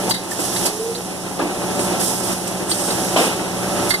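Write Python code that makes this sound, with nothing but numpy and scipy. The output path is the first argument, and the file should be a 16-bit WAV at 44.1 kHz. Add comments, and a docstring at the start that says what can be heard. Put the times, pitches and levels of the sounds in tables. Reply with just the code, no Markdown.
"""A bottle blowing machine runs through one cycle, close to a pair of microphones in a factory.
From the start a piston compressor throbs under the rattling drive. The mould thuds, panels knock,
valves let off air and steel grippers clack against their stops; then a slide groans briefly.
At 1.4 s a heavy blow leaves the frame booming, and a run of hissing, whistling jets follows.
Just after 3 s come the hardest knock and a second boom; a last hiss and two clacks end the cycle."""
import sys
import numpy as np
from scipy import signal
from scipy.fft import rfft, irfft
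from scipy.io import wavfile

SR = 44100
rng = np.random.default_rng(int(sys.argv[2]) if len(sys.argv) > 2 else 0)


def output_pcm(signal):
    """Save a mono or channel-first signal as 16-bit PCM at the path in sys.argv[1].

    Samples are clipped to [-1, 1] before scaling.
    """
    pcm = np.clip(np.atleast_2d(signal).T, -1, 1) * 32767
    wavfile.write(sys.argv[1], SR, np.round(pcm).astype(np.int16))


N = 176400
T, HZ = np.arange(N) / SR, np.fft.rfftfreq(N, 1 / SR)


def amp(db):
    """Decibels to amplitude ratio."""
    return 10 ** (np.asarray(db) / 20)


def unit(x):
    """Normalisation to rms 1."""
    return x / np.sqrt(np.mean(x ** 2) + 1e-20)


def over_frequency(points):
    """Interpolation along log frequency."""
    hz, value = np.transpose(points)
    return np.interp(np.log(HZ + 1), np.log(hz + 1), value)


def over_time(rows, column):
    """Linear interpolation of one column in time."""
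    rows = np.array(rows)
    return np.interp(T, rows[:, 0], rows[:, column])


def white():
    """Two uncorrelated noises: direct and scattered sound."""
    return rng.standard_normal((2, N))


def colour(x, spectrum):
    """Spectral shaping, at rms 1."""
    return unit(irfft(rfft(x) * amp(over_frequency(spectrum)), N))


def drift(rate_hz):
    """Low-pass random fluctuation, at rms 1."""
    return unit(irfft(rfft(rng.standard_normal(N)) / (1 + (HZ / rate_hz) ** 4), N))


def burst(start, t60, rise_s):
    """Linear attack and exponential decay, 60 dB in t60 seconds."""
    t = np.maximum(T - start, 0)
    return np.minimum(t / rise_s, 1) * amp(-60 * t / t60)


def tone(hz, waver_hz=0.99, waver_db=1.5):
    """A sinusoid with slight random frequency and amplitude modulation."""
    turns = np.cumsum(hz + waver_hz * drift(rate_hz=5.25)) / SR + rng.random()
    return np.sqrt(2) * np.sin(2 * np.pi * turns) * amp(waver_db * drift(rate_hz=8))


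# Mould and carriage blows. Each row: start in seconds, level in dB, t60 in seconds, treble lift in dB.
MOULD_BLOWS = [(0.074, -14.5, 0.21, -13), (0.389, -14, 0.11, -11), (0.477, -13, 0.069, -14),
               (0.65, -19, 0.41, -4), (1.39, -16.5, 0.68, -9.5), (1.792, -11.5, 0.059, -7),
               (1.99, -17, 0.15, -16), (2.88, -20.5, 0.44, -5.5), (3.16, -14, 0.79, 0.5),
               (3.191, -24, 0.52, 6)]
# The frame's response. Each row: frequency in Hz, relative level in dB.
FRAME_SPECTRUM = [(40, -30), (120, -35), (280, 4.5), (450, -0.5), (800, 2.5), (1200, -4.5), (1800, -11),
                  (2500, -3.5), (3000, -7), (3800, -11.5), (6000, -14), (15000, -35)]

def mould_thuds(treble_hz=1260):
    """Impact excitation: heavy blows shake frame resonances so dense that they merge into noise."""
    out = np.zeros((2, N))
    treble = HZ ** 2 / (HZ ** 2 + treble_hz ** 2)
    for start, db, t60, lift_db in MOULD_BLOWS:
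        shake = irfft(rfft(colour(white(), FRAME_SPECTRUM)) * amp(lift_db * treble), N)
        out += amp(db) * shake * burst(start, t60, rise_s=0.0028)
    return out


# Blows on panels. Each row: start in seconds, frequency in Hz, level in dB, t60 in seconds.
PANEL_BLOWS = [(.096, 900, -15, .05), (.316, 1790, -21.5, .055), (.564, 1750, -23, .04),
               (1.393, 470, -13, .035), (1.397, 1210, -16, .06), (1.402, 1655, -22, .05),
               (3.162, 660, -1.5, .028), (3.166, 3050, -11, .03), (3.191, 690, -8.5, .055),
               (3.222, 540, -12, .04)]

def panel_knocks():
    """Damped free vibration: each hard contact sets one panel swinging briefly."""
    return sum(amp(db) * np.sin(2 * np.pi * hz * (T - start)) * burst(start, t60, rise_s=.001)
               for start, hz, db, t60 in PANEL_BLOWS)


# Frame booms. Each row: start in seconds, first and final pitch in Hz, level in dB, t60 in seconds.
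FRAME_BOOMS = [(1.401, 339.4, 257.6, -15.5, 0.43), (3.166, 492, 396, -21, 0.92)]

def frame_booms(sag_s=0.086, jitter_hz=14, shudder_hz=66.5):
    """Pitch glide: the frame sags under the heaviest blows, and its shuddering ring falls."""
    out = np.zeros(N)
    for start, from_hz, to_hz, db, t60 in FRAME_BOOMS:
        t = np.maximum(T - start, 0)
        hz = to_hz + (from_hz - to_hz) * np.exp(-t / sag_s) + jitter_hz * drift(rate_hz=72.5)
        ring = np.sin(2 * np.pi * np.cumsum(hz) / SR)
        shudder = 1 - 0.64 * np.cos(2 * np.pi * shudder_hz * t)
        out += amp(db) * ring * shudder * burst(start, t60, rise_s=0.021)
    return out


# Grippers meeting their stops. Each row: start in seconds, relative level in dB,
# decay time of the contact in seconds, brightness in dB per octave.
GRIPPER_HITS = [(0.108, -12, 0.009, 9), (0.137, -24, 0.032, -0.5), (.56, -20, 0.0072, 4),
                (.66, -24.5, 0.02, 16), (0.948, -25, 0.0082, 14), (2.714, -8.5, 0.0031, 15),
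                (2.904, -19, 0.0058, 3), (3.904, -13, 0.015, 4), (3.938, -14.5, 0.01, -1.5)]
# Modes of the steel. Each row: frequency in Hz, relative level in dB.
STEEL_MODES = [(1790, -1.5), (2095, 9), (3428, -11), (3800, 3), (4030, 2.5), (4330, -1), (4465, -2),
               (4550, 5.5), (4750, -2.5)]

def gripper_clacks(t60=.055, spread_db=3, detune=.01, scrape_db=-8.5, gain_db=3.5):
    """Modal ringing: a chattering contact force is convolved with the steel's impulse response."""
    out, t = np.zeros((2, N)), T[:SR // 4]
    for start, db, contact_s, tilt_db in GRIPPER_HITS:
        chatter = rng.standard_normal((2, len(t))) * np.minimum(t / 0.0017, 1) * np.exp(-t / contact_s)
        ring = np.zeros(len(t))
        for hz, mode_db in STEEL_MODES:
            struck_db = mode_db + tilt_db * np.log2(hz / 1000) + spread_db * rng.standard_normal()
            struck_hz = hz * (1 + detune * rng.standard_normal())
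            ring += amp(struck_db - 60 * t / t60) * np.sin(2 * np.pi * struck_hz * t)
        rung = unit(signal.fftconvolve(chatter, ring[None], axes=1)[:, :len(t)]) * np.std(chatter)
        clack = rung + amp(scrape_db) * chatter
        span = out[:, round(start * SR):][:, :len(t)]
        span += amp(gain_db + db) * clack[:, :span.shape[1]]
    return out


# Air valves. Each row: start in seconds, open time in seconds, level in dB, loss in dB per second.
VALVE_OPENINGS = [(0.09, 0.018, -17, 25), (.135, 0.012, -26, 20), (.305, 0.027, -23, 89),
                  (.385, 0.085, -23, 20), (.52, .14, -25.5, 9), (0.652, 0.013, -13, 32),
                  (1.78, 0.071, -24.5, 25), (1.99, 0.11, -18, 14), (2.1, 0.11, -21.5, 38),
                  (2.22, 0.11, -23.5, 1), (2.47, 0.009, -22, 87), (2.69, 0.058, -21, 17),
                  (2.745, 0.45, -24.5, 15), (3.165, 0.11, -19.5, 29), (3.887, 0.022, -18.5, 4),
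                  (3.935, 0.0085, -25, 20)]
# A jet's hiss. Each row: frequency in Hz, relative level in dB.
JET_SPECTRUM = [(500, -31), (2200, -13), (3300, -6.5), (4300, -9), (4950, 0), (6000, 0.5), (6700, -2),
                (8600, 3.5), (10100, 2.5), (11500, -0.5), (13500, -10), (15500, -12)]

def valve_jets(open_s=0.0067, shut_s=0.015):
    """Jet noise: each jet weakens as its pressure falls, and overlapping jets add in power."""
    power = np.zeros(N)
    for start, length, db, loss in VALVE_OPENINGS:
        t = np.maximum(T - start, 0)
        taper_s = 0.091 * length  # long jets swell and die away slowly
        opening = np.minimum(t / (open_s + taper_s), 1)
        closing = np.exp(-np.maximum(t - length, 0) / (shut_s + taper_s))
        power += (opening * closing * amp(db - loss * t)) ** 2
    return colour(white(), JET_SPECTRUM) * np.sqrt(power)


# Whistles. Each row: time of the peak in seconds, half width in seconds, level in dB.
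EDGE_TONES = [(1.82, 0.045, -29), (2.712, 0.028, -25), (2.84, 0.096, -27.5)]

def valve_whistles(centre_hz=8560, half_width_hz=300, flutter_db=2.5):
    """Edge tone: a jet crossing a valve's edge gives a breathy, fluttering band."""
    band = unit(irfft(rfft(white()) / (1 + ((HZ - centre_hz) / half_width_hz) ** 2), N))
    swells = sum(amp(db) * np.exp(-((T - peak) / width) ** 2) for peak, width, db in EDGE_TONES)
    return band * swells * amp(flutter_db * drift(rate_hz=35))


# The slide's groan. Each row: time in seconds, pitch in Hz, relative level in dB.
SLIDE_GLIDE = [(.69, 424, -32.5), (.78, 434, -31.5), (.825, 451, -24.5), (.905, 458, -24.5),
               (.935, 471, -32.5), (1.01, 477, -33.5)]

def slide_groan(jitter_hz=5, flutter_db=1.8):
    """Friction-driven vibration: a rubbing guide rises in pitch as it speeds up."""
    turns = np.cumsum(over_time(SLIDE_GLIDE, column=1) + jitter_hz * drift(rate_hz=33)) / SR
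    moving = (T > SLIDE_GLIDE[0][0]) & (T < SLIDE_GLIDE[-1][0])
    level_db = over_time(SLIDE_GLIDE, column=2) + flutter_db * drift(rate_hz=51)
    return np.sqrt(2) * np.sin(2 * np.pi * turns) * moving * amp(level_db)


# Levels as heard: they follow the machine and duck abruptly, as under a recorder's gain control
# at sharp clacks. Each row: time in seconds, relative levels of rumble, clatter and leak in dB.
HEARD_LEVELS = [(0, -26.5, -19.5, -24.5), (.095, -21.5, -24.5, -23.5), (.13, -29, -29.5, -31),
                (.28, -30.5, -25.5, -29), (.45, -26, -25, -21), (.65, -24.5, -23, -20),
                (.71, -32.5, -29.5, -25), (1.15, -28, -26.5, -29.5), (1.37, -27, -27.5, -28.5),
                (1.52, -26, -23, -28), (1.92, -20.5, -20, -22.5), (2.15, -25, -23.5, -27),
                (2.32, -22, -21, -25), (2.36, -27.5, -26.5, -25), (2.65, -24.5, -23.5, -26.5),
                (2.8, -28, -22.5, -22.5), (3.02, -21.5, -21.5, -21.5), (3.32, -25.5, -21, -24.5),
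                (3.46, -25, -22.5, -27), (3.89, -20, -19, -21.5), (3.925, -29, -27.5, -27),
                (4, -27.5, -24, -26.5)]
# Spectra of the drive's rumble and clatter. Each row: frequency in Hz, relative level in dB.
RUMBLE_SPECTRUM = [(20, -12), (35, -10), (55, -11.5), (85, -3.5), (130, -1.5), (200, 2), (330, 4.5),
                   (480, -1), (900, -13), (3000, -70)]
CLATTER_SPECTRUM = [(60, -39), (200, -14.5), (350, 2.5), (480, -8.5), (800, -2), (1000, -7.5),
                    (1400, -10.5), (1900, -13), (2500, -12.5), (4300, -21.5), (8000, -39), (16000, -60)]
STROKE_HZ = 15.23

def drive(taps_per_s=260, tap_spread_db=4.5, flicker_db=1.2, rumble_db=-5.5, clatter_db=-4.5):
    """Amplitude modulation: the pistons make the rumble throb, while loose parts tap at random."""
    throb = 1 + 0.12 * sum(np.cos(2 * np.pi * k * STROKE_HZ * T) for k in (1, 2, 4))
    rumble = unit(colour(white(), RUMBLE_SPECTRUM) * throb)
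    rumble *= amp(rumble_db + over_time(HEARD_LEVELS, column=1))
    taps = white() * amp(tap_spread_db * np.minimum(rng.exponential(1, N), 3))
    taps *= rng.random(N) < taps_per_s / SR
    clatter = colour(unit(white()) + 0.34 * unit(taps), CLATTER_SPECTRUM)
    clatter *= amp(clatter_db + over_time(HEARD_LEVELS, column=2) + flicker_db * drift(rate_hz=18))
    return rumble + clatter


# Compressor harmonics. Each row: multiple of the stroke rate, relative level in dB.
COMPRESSOR_ORDERS = [(6, -50), (8, -41.5), (11, -43.5), (12, -33.5), (13, -39.5), (14, -49), (23, -38.5),
                     (35, -42), (45, -42.5), (49, -40.5), (58, -40), (67, -45.5)]

def compressor_hum(gain_db=24):
    """Harmonic series: periodic piston strokes give tones that swell with the rumble."""
    orders = sum(amp(db) * tone(k * STROKE_HZ) for k, db in COMPRESSOR_ORDERS)
    return orders * amp(gain_db + over_time(HEARD_LEVELS, column=1))


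# Tones of the drive motor. Each row: frequency in Hz, relative level in dB.
MOTOR_LINES = [(583, -35), (757, -41), (1264, -50.5), (1309, -45.5), (1335, -46.5)]

def motor_whine(gain_db=-4.5, follow=2.1):
    """Line spectrum: the motor's tones stand out when the drive clatters loudly."""
    lines = sum(amp(db) * tone(hz) for hz, db in MOTOR_LINES)
    clatter_db = over_time(HEARD_LEVELS, column=2)
    return lines * amp(gain_db + follow * (clatter_db - clatter_db.mean()))


# The leak's hiss. Each row: frequency in Hz, relative level in dB.
LEAK_SPECTRUM = [(500, -13), (1900, -11), (3000, -6.5), (4200, -5), (5500, 1.5), (7300, -1), (8700, 0),
                 (9600, 1.5), (10300, 5), (11000, -2.5), (13000, -7), (15500, -23.5)]

def air_leak(gain_db=-2):
    """Broadband flow noise: leaking air hisses throughout the cycle."""
    return colour(white(), LEAK_SPECTRUM) * amp(gain_db + over_time(HEARD_LEVELS, column=3))


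# Likeness of left and right. Each row: frequency in Hz, coherence from 0 to 1.
COHERENCE = [(100, 0.54), (450, 0.66), (1150, 0.95), (2350, 1), (3500, 0.82), (4650, 0.66), (5900, 0.25),
             (8500, 0.22), (10000, 0.34), (12000, 0.14)]
# Stereo balance. Each row: frequency in Hz, left minus right level in dB.
BALANCE = [(200, -1.5), (500, 1.2), (1300, -1), (2400, 0), (4500, -1.5), (6000, -6), (9400, -4),
           (11000, -15), (15000, -14)]

def microphone_pair(sound, lag_s=.000425, lag_from_hz=1150, one_sided_hz=5500):
    """Partial coherence: the sides swing in and out of phase with frequency; the left is duller."""
    direct, scattered = rfft(sound)
    phase = 2 * np.pi * lag_s * np.maximum(HZ - lag_from_hz, 0)
    one_sided = HZ ** 4 / (HZ ** 4 + one_sided_hz ** 4)  # the top treble reaches the left side late
    same = np.clip(over_frequency(COHERENCE), 0, .99) * (np.cos(phase) - 1j * one_sided * np.sin(phase))
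    left = (same * direct + np.sqrt(1 - abs(same) ** 2) * scattered) * amp(over_frequency(BALANCE))
    return irfft(np.array([left, direct]), N)


def scene():
    """Superposition: the noisy sources spread between left and right, and the tonal ones are panned."""
    noises = drive()
    noises += (valve_jets() + air_leak()) * amp(.5 * drift(rate_hz=41))  # the hiss flickers slightly
    noises += valve_whistles() + mould_thuds() + gripper_clacks()
    centred = panel_knocks() + frame_booms()
    hum = (compressor_hum() + motor_whine()) * amp([[-1], [0]])
    groan = slide_groan() * amp([[-2], [1]])
    return microphone_pair(noises) + centred + hum + groan


def record(dry, ceiling=.9, edge_hz=15500):
    """Soft saturation rounds off the highest peaks; a low-pass filter then limits the band."""
    rounded = dry / (1 + (dry / ceiling) ** 6) ** (1 / 6)
    low_pass = signal.firwin(511, edge_hz, window=("kaiser", 9), fs=SR)
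    return signal.oaconvolve(rounded, low_pass[None], "same")


dry = scene()
out = record(dry)
output_pcm(out)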